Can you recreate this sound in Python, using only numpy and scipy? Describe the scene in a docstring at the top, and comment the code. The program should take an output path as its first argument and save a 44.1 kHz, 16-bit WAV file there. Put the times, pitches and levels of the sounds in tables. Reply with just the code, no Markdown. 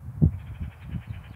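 """Over a distant outdoor wash and faint hiss, wind eddies buffet the microphone, once hard near 0.25 s.
With that gust a small, far bird begins its thin, arched chirps. From about 0.3 s a bird high in a bare
tree gives a harsh chatter, pulses and breath filtered by its throat: twelve rasping notes that slow
down and grow louder to the end. Both birds echo among the trees while weaker gusts rumble on."""
import sys
import numpy as np
from scipy import signal
from scipy.fft import rfft, irfft, next_fast_len
from scipy.io import wavfile
from scipy.ndimage import uniform_filter1d, map_coordinates

SR = 44100
rng = np.random.default_rng(int(sys.argv[2]) if len(sys.argv) > 2 else 0)


def transcribe(signal):
    """Save signal, clipped to [-1, 1], as a 16-bit WAV file at the path in sys.argv[1]."""
    frames = np.atleast_2d(signal).T
    limited = np.clip(frames, -1, 1)
    pcm = np.round(limited * 32767).astype(np.int16)
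    wavfile.write(sys.argv[1], SR, pcm)


N = 59535


def amp(db):
    """Decibels to amplitude ratio."""
    return 10 ** (np.asarray(db) / 20)


def unit(x):
    """Normalisation to rms 1."""
    return x / np.sqrt(np.mean(x ** 2) + 1e-20)


def clock():
    """The time of each sample in seconds."""
    return np.arange(N) / SR


def along(points, hz):
    """Interpolation of (frequency_hz, value) points on a logarithmic frequency axis."""
    knots_hz, values = np.transpose(points)
    return np.interp(np.log(hz + 1), np.log(knots_hz + 1), values)


def wobble(rate):
    """A smooth random curve with `rate` knots a second."""
    return map_coordinates(rng.standard_normal(N // 8), [clock() * rate], mode="wrap")


def filtered(x, response):
    """Linear filtering: the spectrum of x times a frequency response."""
    size = next_fast_len(N + SR // 2)
    return irfft(rfft(x, size) * response(np.fft.rfftfreq(size, 1 / SR)), size)[:N]


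def noise(spectrum):
    """Spectral shaping: white noise coloured and scaled to rms 1."""
    return unit(filtered(rng.standard_normal(N), lambda hz: amp(along(spectrum, hz))))


def evened(x, size=1500):
    """Division by the running rms over `size` samples removes the chance swells of noise."""
    envelope_power = uniform_filter1d(np.abs(signal.hilbert(x)) ** 2, size)
    return x / np.sqrt(np.abs(envelope_power) / 2 + 1e-9)


def chatter():
    """Source and filter: irregular pulses and breath noise excite three throat resonances."""
    # rasping notes: middle_s, level_db, upper_resonance_hz
    notes = [(.336, -61.5, 2240), (0.406, -56, 3230), (0.48, -55.5, 3262), (0.56, -55.5, 3170),
             (0.642, -54, 3090), (.731, -53.5, 3150), (0.829, -53.5, 3116), (0.932, -53, 2980),
             (1.036, -52, 3040), (1.148, -52, 3000), (1.256, -52.5, 2990), (1.366, -49, 3240)]
    # the two fixed throat resonances: centre_hz, width_hz, gain_db
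    throat_modes = [(1660, 480, -4), (2375, 335, 2.2)]
    # spectral envelope of the voice: frequency_hz, gain_db
    voice_band = [(400, -43.5), (1000, -18), (1400, 3), (3300, -3), (3550, -4), (4400, -11), (5600, -11.5),
                  (7000, -26), (12000, -40)]
    pulse_hz, jitter, breath_share = 415, .3, .6
    flank_s, lengthen_per_s = .014, .35  # later notes last longer
    flutter_hz, flutter_db = 115, -.5
    upper_width_hz, upper_db = 235, -.5
    t, out = clock(), np.zeros(N)
    cycles = np.floor(np.cumsum(pulse_hz * np.exp(jitter * wobble(pulse_hz))) / SR)
    pulses = unit(np.diff(cycles, prepend=0))
    rasp = np.sqrt(1 - breath_share) * pulses + np.sqrt(breath_share) * rng.standard_normal(N)
    for middle_s, db, upper_hz in notes:
        modes = list(throat_modes) + [(upper_hz, upper_width_hz, upper_db)]

        def throat(f):
            """The resonances add in power under the voice's spectral envelope."""
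            power = sum(amp(gain_db) ** 2 / (1 + 2 * ((f - hz) / width_hz) ** 2) ** 2
                        for hz, width_hz, gain_db in modes)
            return amp(along(voice_band, f)) * np.sqrt(power)

        width_s = flank_s * (1 + lengthen_per_s * (middle_s - notes[0][0]))
        swell = np.exp(-((t - middle_s) / width_s) ** 2 / 2)
        flutter_phase = 2 * np.pi * flutter_hz * (t - middle_s) + rng.uniform(0, 2 * np.pi)
        flutter = amp(flutter_db * np.cos(flutter_phase))
        out += amp(db) * swell * flutter * evened(unit(filtered(rasp, throat)))
    return out


def chirps():
    """Modulation by low-pass noise spreads each gliding whistle into a hoarse, narrow band."""
    # the small bird's glides: middle_s, length_s, start_hz, end_hz, level_db
    glides = [(0.262, 0.063, 3220, 3040, -74.5), (0.424, .06, 4000, 3430, -71),
              (0.631, 0.046, 5400, 5350, -77), (0.792, 0.066, 4500, 5430, -79),
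              (0.831, 0.039, 3900, 3370, -65), (1.064, 0.068, 3716, 4570, -78.5),
              (1.108, 0.051, 4040, 3414, -67.5), (1.294, 0.08, 3870, 4800, -72),
              (1.327, 0.058, 4030, 3500, -68)]
    arch_hz, spread_hz = 120, 300
    t, out = clock(), np.zeros(N)
    for middle_s, length_s, start_hz, end_hz, db in glides:
        progress = np.clip((t - middle_s) / length_s + .5, 0, 1)
        arch = np.sin(np.pi * progress)
        pitch_hz = start_hz + (end_hz - start_hz) * progress + arch_hz * arch
        hoarse = unit(filtered(rng.standard_normal(N), lambda f: np.exp(-(f / spread_hz) ** 2 / 2)))
        out += amp(db) * arch * hoarse * np.sin(2 * np.pi * np.cumsum(pitch_hz) / SR)
    return out


def tree_echo(x):
    """Reverberation: scattering from trunks and branches leaves an exponentially decaying tail."""
    # time to decay by 60 dB: frequency_hz, decay_s
    decay_times = [(200, .5), (2500, 1), (8000, 0.9)]
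    hz, t, spectra = signal.stft(rng.standard_normal(SR), SR, nperseg=256)
    decay = amp(-60 * t / along(decay_times, hz)[:, None])
    tail = signal.istft(spectra * decay, SR, nperseg=256)[1]
    return signal.fftconvolve(x, tail / np.linalg.norm(tail))[:N]


def wind():
    """Turbulence: the rumble rises in pitch as eddies pass faster; a finer swirl leads strong gusts."""
    # course of the wind: time_s, strength_db, rumble_centre_hz
    gusts = [(0, -46, 104), (0.096, -33, 104.8), (.13, -46.5, 120.6), (.178, -32, 80.13),
             (.205, -39, 114.1), (0.227, -20.5, 175), (0.271, -21.5, 91.9), (.315, -37.5, 79.1),
             (0.349, -28, 89.4), (0.388, -37.5, 99.17), (0.462, -40.5, 104.1), (0.526, -31.5, 85.16),
             (0.587, -45.5, 95.1), (0.62, -25, 76.4), (0.722, -48, 83.68), (0.798, -45, 95.6),
             (0.833, -41.5, 113.3), (.875, -37, 105.1), (.96, -29, 108.5), (1.052, -49, 90.45),
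             (1.10, -36.5, 114.5), (1.13, -40.5, 101.3), (1.175, -34.5, 79.64), (1.235, -42.5, 78),
             (1.35, -44, 110.8)]
    # large eddies at the mean speed: frequency_hz, density_db
    rumble_spectrum = [(25, -35), (45, -4.5), (70, 5), (100, 3.5), (140, -3.5), (200, -17), (280, -26.5),
                       (450, -53), (1000, -86.5)]
    # finer eddies: frequency_hz, density_db
    swirl_spectrum = [(60, -16), (150, 15), (240, -3), (320, -18.5), (500, -17.5), (750, -21.5),
                      (1100, -38), (2500, -82.5)]
    swirl_offset_db, swirl_growth, swirl_lead_s = -15.5, 1.59, .0059
    times_s, db, centre_hz = np.transpose(gusts)
    strength_db = np.interp(clock(), times_s, db)
    front_db = np.interp(clock() + swirl_lead_s, times_s, db)
    relative_speed = np.interp(clock(), times_s, centre_hz) / centre_hz.mean()
    eddies = evened(noise(rumble_spectrum), size=900)
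    rumble = map_coordinates(eddies, [np.cumsum(relative_speed)], mode="mirror")
    swirl = evened(noise(swirl_spectrum), size=900)
    swirl_db = swirl_offset_db + db.mean() + swirl_growth * (front_db - db.mean())
    return amp(strength_db) * rumble + amp(swirl_db) * swirl


def eddy_thumps():
    """Single eddies land as dull pressure pulses, high-pass filtered by the microphone port."""
    # eddy impacts: time_s, peak_db, half_width_s
    impacts = [(0.2228, -20, 0.00078), (0.2365, -9, 0.0012), (0.2551, -6.5, 0.0023), (0.516, -35, .0012),
               (0.622, -24.5, 0.0019), (0.635, -29.5, 0.0017), (.680, -25.5, 0.0027), (.896, -26.5, 0.0019),
               (0.915, -28.5, 0.0016), (0.947, -28, 0.0024), (0.963, -21.5, 0.0022), (1.078, -29, 0.0024),
               (1.106, -24.5, 0.0029), (1.31, -31.5, .0015)]
    port_hz = 85
    port = signal.butter(3, port_hz, "high", fs=SR, output="sos")
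    out = np.zeros(N)
    for time_s, db, half_width_s in impacts:
        pressure = 1 / (1 + ((clock() - time_s) / half_width_s) ** 2)
        thump = signal.sosfilt(port, pressure)
        out -= amp(db) * thump / np.abs(thump).max()
    return out


def background():
    """Noise floor: a slowly rising, distant outdoor wash and the microphone's steady self-noise."""
    # colour of the wash: frequency_hz, density_db
    wash_spectrum = [(100, -15), (400, -7.5), (700, -2), (1050, -3.5), (1500, -8.5), (2300, -17),
                     (3200, -28), (5000, -31.5), (9000, -47.5)]
    # rise of the wash: time_s, level_db
    wash_levels = [(0, -61.5), (.4, -58.5), (0.999, -57.5), (1.35, -57)]
    # colour of the self-noise: frequency_hz, density_db
    hiss_spectrum = [(1000, -1), (4500, -10), (6500, -4), (8000, -1.5), (10000, 0.5), (15500, -0.5)]
    hiss_db = -70
    wash_db = np.interp(clock(), *np.transpose(wash_levels))
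    return amp(wash_db) * noise(wash_spectrum) + amp(hiss_db) * noise(hiss_spectrum)


def scene():
    """Superposition of both birds, their echoes, the wind and the background."""
    near_echo_db, far_echo_db = -6, -7
    near, far = chatter(), chirps()
    echoes = tree_echo(amp(near_echo_db) * near + amp(far_echo_db) * far)
    return (near + far + echoes + wind() + eddy_thumps() + background())[None]


def record(dry):
    """Band limiting: a wind filter thins the deep bass, and nothing passes above the upper limit."""
    # response of the wind filter: frequency_hz, gain_db
    low_cut = [(20, -27.5), (35, -15.5), (50, -6.5), (70, -1.5), (90, 0)]
    limit_hz, fade_s = 15730, .003
    t = clock()
    fades = np.clip(np.minimum(t, t[-1] - t) / fade_s, 0, 1)
    return filtered(dry[0] * fades, lambda hz: amp(along(low_cut, hz)) * (hz < limit_hz))[None]


dry = scene()
out = record(dry)
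transcribe(out)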